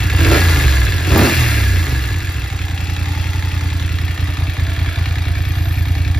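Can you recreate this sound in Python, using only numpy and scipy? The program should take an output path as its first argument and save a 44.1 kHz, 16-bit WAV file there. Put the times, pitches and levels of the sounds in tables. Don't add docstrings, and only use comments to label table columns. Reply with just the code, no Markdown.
import sys
import numpy as np
from scipy import signal
from scipy.fft import rfft, irfft, next_fast_len
from scipy.io import wavfile
from scipy.ndimage import uniform_filter1d

SR = 44100
rng = np.random.default_rng(int(sys.argv[2]) if len(sys.argv) > 2 else 0)


def wav_out(sig):
    wavfile.write(sys.argv[1], SR, np.round(np.clip(np.atleast_2d(sig).T, -1, 1) * 32767).astype(np.int16))


def makeup_ratio(level_db):
    decades = np.asarray(level_db, float) / 20
    return 10 ** decades


N = 272979
T = np.arange(N) / SR

# (time [s], speed [turns per minute])
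CRANK_SPEED = [(0.0, 1253.0), (0.12, 1242.0), (0.21, 1862.0), (0.301, 2495.0), (0.399, 3590.0),
               (0.583, 3075.0), (0.75, 2645.0), (1.053, 1688.0), (1.117, 2796.0), (1.279, 5073.0),
               (1.363, 5060.0), (1.45, 4543.0), (1.55, 4255.0), (1.745, 3568.0), (1.9, 2966.0),
               (2.05, 2462.0), (2.214, 1816.0), (2.541, 1334.0), (2.713, 1268.0), (3.397, 1324.0),
               (3.714, 1264.0), (4.014, 1274.0), (4.558, 1200.0), (4.74, 1252.0), (5.009, 1211.0),
               (5.234, 1228.0), (5.586, 1170.0), (5.913, 1237.0), (6.19, 1240.0)]
IDLE_RPM = 1250
START_CYCLE = 0.812
# (fully open at [s], opening time [s], held [s], closing time [s], strength [0-1])
BLIPS = [(0.327, 0.19, 0.0079, 0.098, 0.67), (1.172, 0.14, 0.043, 0.13, 0.85)]
OPENING_POWER = 0.69

# (moment [share of cycle], level [dB])
FIRING = [(0.0, 3), (0.365, 4)]
# (time [s], gain [dB])
ODD_FIRINGS = [(.38, -1), (.57, 3.5), (.65, 8), (1.075, -13), (1.1, 16), (1.19, -13), (1.225, 3),
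               (1.28, -10), (1.84, -5), (1.93, 4), (2.13, 8), (2.31, -8), (2.46, -10), (4.13, -16),
               (4.32, -8), (4.52, -13), (4.72, -8), (4.91, -20), (5.205, -5)]
# (frequency [Hz], width [Hz], level [dB])
CHAMBERS = [(66.5, 9.2, 28), (86.8, 10.14, 27.5), (117.4, 4.1, 11)]
# (time [s], gain [dB])
OVERRUN = [(.45, -4.5), (.65, 6.5), (.9, 0.5), (1.05, -12), (1.45, 2.5), (2.1, -3), (2.45, -1), (2.8, -9)]
# (frequency [Hz], width [Hz], level beside the tank [dB], two steps back [dB], four steps back [dB])
HEADER_PIPES = [(167.5, 11.6, 13, 13, 7), (290.6, 6.4, 8, 11, 7.5)]
# (time [s], level [dB])
THUMP = [(0, -16), (0.1, -12), (0.2, -13), (0.38, -14.5), (0.46, -11), (0.6, -10.5), (0.8, -11),
         (1.03, -17), (1.085, -11), (1.11, -20), (1.16, -11), (1.31, -25), (1.39, -12), (1.55, -14),
         (1.7, -12), (2.1, -18), (2.5, -20.5), (3.1, -17.5), (5.4, -16), (6.19, -13.5)]
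BAFFLE_HZ = 37.7, 151.8
HEADER_LEAD_S = 0.00599
RASP_HZ, RASP_DB = (238, 201), (-14.5, 0)   # (frequency, width) [Hz]; gain at low and high revs [dB]

# (moment [share of cycle], level [dB])
GULPS = [(0.223, 1.5), (0.362, -30), (0.578, -3.5), (0.972, -4.5)]
# (frequency [Hz], width [Hz], level [dB])
AIRBOX = [(179, 116, -7), (244, 42, -1), (317.4, 26.6, 3), (423, 96, -4), (544, 270, -9), (893, 430, -12),
          (1208, 450, -13.5)]

# (moment [share of cycle], level [dB])
CONTACTS = [(0.02, -5), (0.125, 0), (0.365, -2.5), (0.495, -5), (0.68, -5.5), (.838, 3)]
# (frequency [Hz], width [Hz], level beside the tank [dB], two steps back [dB], four steps back [dB])
CASING = [(674, 75, -8.5, -0.5, -6.5), (1217, 890, -9.5, -0.5, -10.5), (1420, 135, -5, 5.5, -5.5),
          (1673, 203, -2, 2, -3), (1886, 247, -0.5, 7.5, -2.5), (2140, 213, -2.5, 4.5, -8.5),
          (2225, 60, 0, 5, 0), (2350, 200, -7.5, -0.5, -5), (2587, 72, 0, 7.5, -10),
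          (2646, 134, -2.5, 2, -14.5), (2826, 130, -2.5, 3.5, -5.5), (3290, 370, -6.5, 2, -8),
          (4700, 2700, -18, -14.5, -16.5), (5535, 780, -10.5, 2, -17), (5400, 2800, -15.5, -1.5, -25),
          (7110, 550, -9.5, -1.5, -19)]
# (frequency [Hz], width [Hz], level beside the tank [dB], two steps back [dB], four steps back [dB])
COVERS = [(1423, 26, -1.5, 2, -7.5), (1684.4, 70, 3.5, 2, -6.5), (1971, 33, 0.5, 6.5, -4),
          (2635, 62, -1.5, 5, -9)]
# (time [s], gain [dB])
RATTLE_SWELL = [(4.45, 0), (4.8, 2), (5.1, 2), (5.4, 0)]
GEAR_TEETH, GEAR_BLUR_HZ = 31.0, 400

# (moment [share of cycle], level [dB])
PUFFS = [(.16, 0), (.515, 2.5), (.855, -7.5)]
# (frequency [Hz], relative density [dB per Hz])
HISS_SPECTRUM = [(4000, 0), (6500, -6.5), (8500, -2), (11000, -7.5), (12500, -8.5), (13700, -8),
                 (15500, -10)]

# (frequency [Hz], relative density [dB per Hz])
STREET_SPECTRUM = [(30, 19.5), (120, -20), (400, -14), (1000, -15), (3000, -46), (8000, -8.5)]
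STREET_DB = -43

# (time [s], level [dB])
SPITS = [(.206, -37), (1.177, -19), (2.322, -43)]
SPIT_HZ, SPIT_FALL_S = (13600, 2500), 0.013   # (frequency, width) [Hz]; decay time

STEP_BACK_S = 2.1, 3.2, 5.2
CASING_LAG_S = 0, 0, 0.0015
# (time [s], gain [dB])
RECEDE = [(0, -0.5), (.5, 2.5), (1.05, -3), (1.4, 1), (1.75, -4), (2.5, -7.5), (3.0, -6.5), (6.19, -7.5)]
# (start [s], top reached [s], end [s], first frequency [Hz], last frequency [Hz], level [dB])
HOLLOW = [(2.706, 3.348, 3.58, 792.5, 876, -41.5), (4.355, 5.493, 6.5, 616, 703, -45.5)]
# (moment [share of cycle], level [dB])
HOLLOW_SHAKES = [(.07, 0.5), (.72, -6)]
HOLLOW_FADE_DB_PER_S = 48

# (start [s], swell [s], hold [s], fade [s], level [dB])
SQUEAL_GRIPS = [(5.363, 0.3, 0.15, .03, -44), (5.835, 0.035, 0.054, .05, -49)]
SQUEAL_HZ, SQUEAL_RANGE_DB = 12945, 11

# (frequency [Hz], left-right difference [dB], scattered share [dB])
PORT_COLOUR = [(60, -1.3, -24), (244, -2.2, -17), (800, 0.2, -2), (1740, -1.3, -5.5), (2900, 3.5, -4.5),
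               (5000, 1.5, -4.5), (7000, 2, -10), (8000, 0, -25), (9200, 0, -25), (9930, 0, -2),
               (12700, -0.5, -11), (16000, -1.5, -69)]
# (frequency [Hz], lead of the left port [rad])
PORT_LEAD = [(0, .1), (150, .25), (300, .35), (860, .4), (1700, .1), (2800, .8), (4900, .65), (5800, -1.3),
             (7900, -3.0), (9300, -3.3), (12500, -6.0), (15500, -6.4)]

EXHAUST_OPEN_DB = 7
INTAKE_DB, INTAKE_FOLLOWS, INTAKE_OPEN_DB = -33, 0.51, 22
CLATTER_DB, CLATTER_FOLLOWS, CLATTER_OPEN_DB = -25, 0.31, 4
HISS_DB, HISS_FOLLOWS, HISS_OPEN_DB = -34.5, 0.66, 5.5


def rms_one(x):
    return x / np.sqrt(np.mean(x ** 2) + 1e-20)


def white():
    return rng.standard_normal(N)


def in_time(rows):
    s, *columns = np.transpose(rows)
    return [np.interp(T, s, c) for c in columns]


def stepping_back(levels_db):
    return makeup_ratio(np.interp(T, STEP_BACK_S, levels_db))


def butterworth(x, order, hz, kind="low"):
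    return signal.sosfilt(signal.butter(order, hz, kind, fs=SR, output="sos"), x)


def resonance(x, hz, width_hz):
    r = np.exp(-np.pi * width_hz / SR)
    poles = [1, -2 * r * np.cos(2 * np.pi * hz / SR), r * r]
    return signal.lfilter([(1 - r * r) / 2, 0, (r * r - 1) / 2], poles, x)


def coloured(spectrum):
    hz, db = np.transpose(spectrum)
    grid = np.fft.rfftfreq(N, 1 / SR) + 1
    gain = makeup_ratio(np.interp(np.log(grid), np.log(hz), db, -80, -80))
    return rms_one(irfft(rfft(white()) * gain, N))


def evened(x, span_s):
    span = int(span_s * SR)
    power = uniform_filter1d(uniform_filter1d(x * x, span), span)
    return x / np.sqrt(power + 1e-12)


def each_cycle(cycle, table, spread_db, jitter_s):
    clicks = np.full(N, 1e-18)
    for share, db in table:
        at = np.flatnonzero(np.diff(np.floor(cycle - share)))
        chance = rng.standard_normal((200, 2))[:len(at)]
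        at = np.clip(at + (chance[:, 0] * jitter_s * SR).astype(int), 0, N - 1)
        clicks[at] += makeup_ratio(db + spread_db * chance[:, 1])
    return clicks


def bursts(clicks, rise_s, fall_s, base_db):
    for tau in (rise_s, fall_s):
        clicks = signal.lfilter([1], [1, -np.exp(-1 / (tau * SR))], clicks)
    return clicks / (rise_s * SR) + makeup_ratio(base_db)


def throttle():
    opening = 0
    for s, rise, held, fall, strength in BLIPS:
        ramp = np.interp(T, [s - rise, s, s + held, s + held + fall], [0, 1, 1, 0])
        opening = opening + strength * ramp ** OPENING_POWER
    return opening


def odd_firings():
    return makeup_ratio(sum(db * np.exp(-((T - s) / 0.021) ** 2) for s, db in ODD_FIRINGS))


def exhaust(cycle, rpm):
    blows = odd_firings() * each_cycle(cycle, FIRING, spread_db=1.0, jitter_s=0.0003)
    blows[0] = makeup_ratio(3.0)
    dull = butterworth(blows, 2, BAFFLE_HZ[0], "high")
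    dull = butterworth(dull, 6, BAFFLE_HZ[1])
    lowest, *upper = [makeup_ratio(db) * resonance(dull, hz, width) for hz, width, db in CHAMBERS]
    thump = dull + makeup_ratio(in_time(OVERRUN)[0]) * lowest + sum(upper)
    early = np.interp(T + HEADER_LEAD_S, T, np.cumsum(blows))
    early = np.diff(early, prepend=early[0])
    for k, (hz, width, *db) in enumerate(HEADER_PIPES):
        thump = thump + stepping_back(db) * resonance(early, hz, width) * (-1) ** (k + 1)
    rasp = resonance(resonance(blows, *RASP_HZ), *RASP_HZ)
    thump = thump + makeup_ratio(np.interp(rpm, [1400, 3000], RASP_DB)) * rasp
    return evened(thump, span_s=0.13)


def intake(cycle, rpm):
    gulps = each_cycle(cycle, GULPS, spread_db=2.5, jitter_s=0.00044)
    turbulence = white() * bursts(gulps, 0.0034, 0.0061, base_db=1.0)
    air = rms_one(gulps) * makeup_ratio(1.5) + turbulence
    growl = makeup_ratio(np.interp(rpm, [2900, 3900], [-5.0, 5.0]))
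    rings = 0
    for k, (hz, width, db) in enumerate(AIRBOX):
        mode = makeup_ratio(db) * resonance(air, hz, width) * (-1) ** k
        rings = rings + mode * (growl if k < 2 else 1)
    return evened(rings, span_s=0.045)


def clatter(cycle, rpm):
    late = np.interp(T, STEP_BACK_S, CASING_LAG_S) * rpm / 120
    knocks = each_cycle(cycle - late, CONTACTS, spread_db=1.5, jitter_s=0.0003)
    drive = white() * bursts(knocks, 0.0005, 0.0025, base_db=-5.5) * makeup_ratio(-5.0)
    age = np.arange(600) / SR
    rattle = rng.choice([-1, 1], len(age)) * (1 - np.exp(-age / 0.0005)) * np.exp(-age / 0.0013)
    drive = drive + makeup_ratio(8.0) * signal.fftconvolve(knocks, rattle)[:N]
    blur = rms_one(butterworth(white(), 2, GEAR_BLUR_HZ))
    whirr = blur * np.sin(2 * np.pi * 2 * GEAR_TEETH * cycle)
    drive = drive + makeup_ratio(np.interp(rpm, [2500, 3500, 5000], [-30.0, -14.0, -13.0])) * whirr
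    rings = 0
    for k, (hz, width, *db) in enumerate(CASING):
        rings = rings + stepping_back(db) * resonance(drive, hz, width) * (-1) ** k
    shiver = white() * bursts(knocks, 0.0007, 0.003, base_db=-6.0) * makeup_ratio(-3.0)
    for hz, width, *db in COVERS:
        rings = rings + stepping_back(db) * resonance(shiver, hz, width)
    return evened(rings, span_s=0.082)


def hiss(cycle):
    puffs = each_cycle(cycle, PUFFS, spread_db=2.2, jitter_s=0.00067)
    gate = bursts(puffs, 0.0019, 0.0047, base_db=-17.5)
    gate = uniform_filter1d(gate, int(0.0083 * SR))
    return evened(coloured(HISS_SPECTRUM) * gate, span_s=0.037)


def street():
    return makeup_ratio(STREET_DB) * coloured(STREET_SPECTRUM)


def spits():
    shape = sum(makeup_ratio(db) * (T > s) * np.exp(-np.maximum(T - s, 0) / SPIT_FALL_S) for s, db in SPITS)
    return shape * rms_one(resonance(white(), *SPIT_HZ))


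def hollow(cycle):
    shakes = each_cycle(cycle, HOLLOW_SHAKES, spread_db=2.0, jitter_s=0.002)
    shake = bursts(shakes, 0.0026, 0.0057, base_db=-7.5)
    band = evened(butterworth(white(), 2, 35.0), span_s=0.03)
    glides = 0
    for start, top, end, first_hz, last_hz, db in HOLLOW:
        outside_s = np.maximum(0, np.maximum(start - T, T - end))
        phase = 2 * np.pi * np.cumsum(np.interp(T, [start, top], [first_hz, last_hz])) / SR
        glides = glides + makeup_ratio(db - HOLLOW_FADE_DB_PER_S * outside_s) * np.sin(phase)
    return np.sqrt(2) * rms_one(band * shake) * glides


def squeal():
    grip = 0
    for start, swell, hold, fade, db in SQUEAL_GRIPS:
        corners = np.cumsum([start - 0.03, 0.03, swell, hold, fade, 0.03])
        shape_db = np.interp(T, corners, [-60, -SQUEAL_RANGE_DB, 0, 0, -SQUEAL_RANGE_DB, -60])
        grip = grip + makeup_ratio(db + shape_db)
    flutter = rms_one(butterworth(white(), 2, [12.0, 40.0], "band"))
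    return np.sqrt(2) * grip * makeup_ratio(4.8 * flutter) * np.sin(2 * np.pi * SQUEAL_HZ * T)


def ports(x):
    size = next_fast_len(N + 8192)
    grid = np.fft.rfftfreq(size, 1 / SR)
    hz, tilt_db, scatter_db = np.transpose(PORT_COLOUR)
    tilt_db, scatter_db = np.interp(grid, hz, tilt_db), np.interp(grid, hz, scatter_db)
    side = np.array([[0.5], [-0.5]])
    direct = rfft(x, size) * np.exp(1j * side * np.interp(grid, *np.transpose(PORT_LEAD)))
    flicker = butterworth(rng.standard_normal((2, N + SR)), 2, 8.0)[:, SR:]
    flicker = rms_one(np.tanh(2 * rms_one(flicker)))
    echoes = rng.standard_normal((2, 4096)) * np.exp(-np.arange(4096) / (0.02 * SR))
    echoes = echoes / np.sqrt(np.sum(echoes ** 2, axis=1, keepdims=True))
    scatter = rfft(x * flicker, size) * rfft(echoes, size) * makeup_ratio(scatter_db)
    return irfft(makeup_ratio(side * tilt_db) * (direct + scatter), size)[:, :N]


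def scene():
    rpm, = in_time(CRANK_SPEED)
    cycle = START_CYCLE + np.cumsum(rpm) / (120 * SR)
    speed_db = 20 * np.log10(rpm / IDLE_RPM)
    opening = throttle()
    far_db, = in_time(RECEDE)
    exhaust_db = in_time(THUMP)[0] + EXHAUST_OPEN_DB * opening
    intake_db = INTAKE_DB + INTAKE_FOLLOWS * speed_db + INTAKE_OPEN_DB * opening + far_db
    clatter_db = CLATTER_DB + CLATTER_FOLLOWS * speed_db + CLATTER_OPEN_DB * opening + far_db
    clatter_db = clatter_db + in_time(RATTLE_SWELL)[0]
    hiss_db = HISS_DB + HISS_FOLLOWS * speed_db + HISS_OPEN_DB * opening + far_db
    engine = makeup_ratio(exhaust_db) * exhaust(cycle, rpm)
    engine = engine + makeup_ratio(intake_db) * intake(cycle, rpm)
    engine = engine + makeup_ratio(clatter_db) * clatter(cycle, rpm)
    engine = engine + makeup_ratio(hiss_db) * hiss(cycle)
    engine = engine + spits() + hollow(cycle)
    return ports(engine + street() + squeal())


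def band_limit(x):
    return signal.sosfilt(signal.butter(12, 15770, fs=SR, output="sos"), x)


def record(dry):
    mix = np.tanh(dry)
    return band_limit(mix)


dry = scene()
out = record(dry)
wav_out(out)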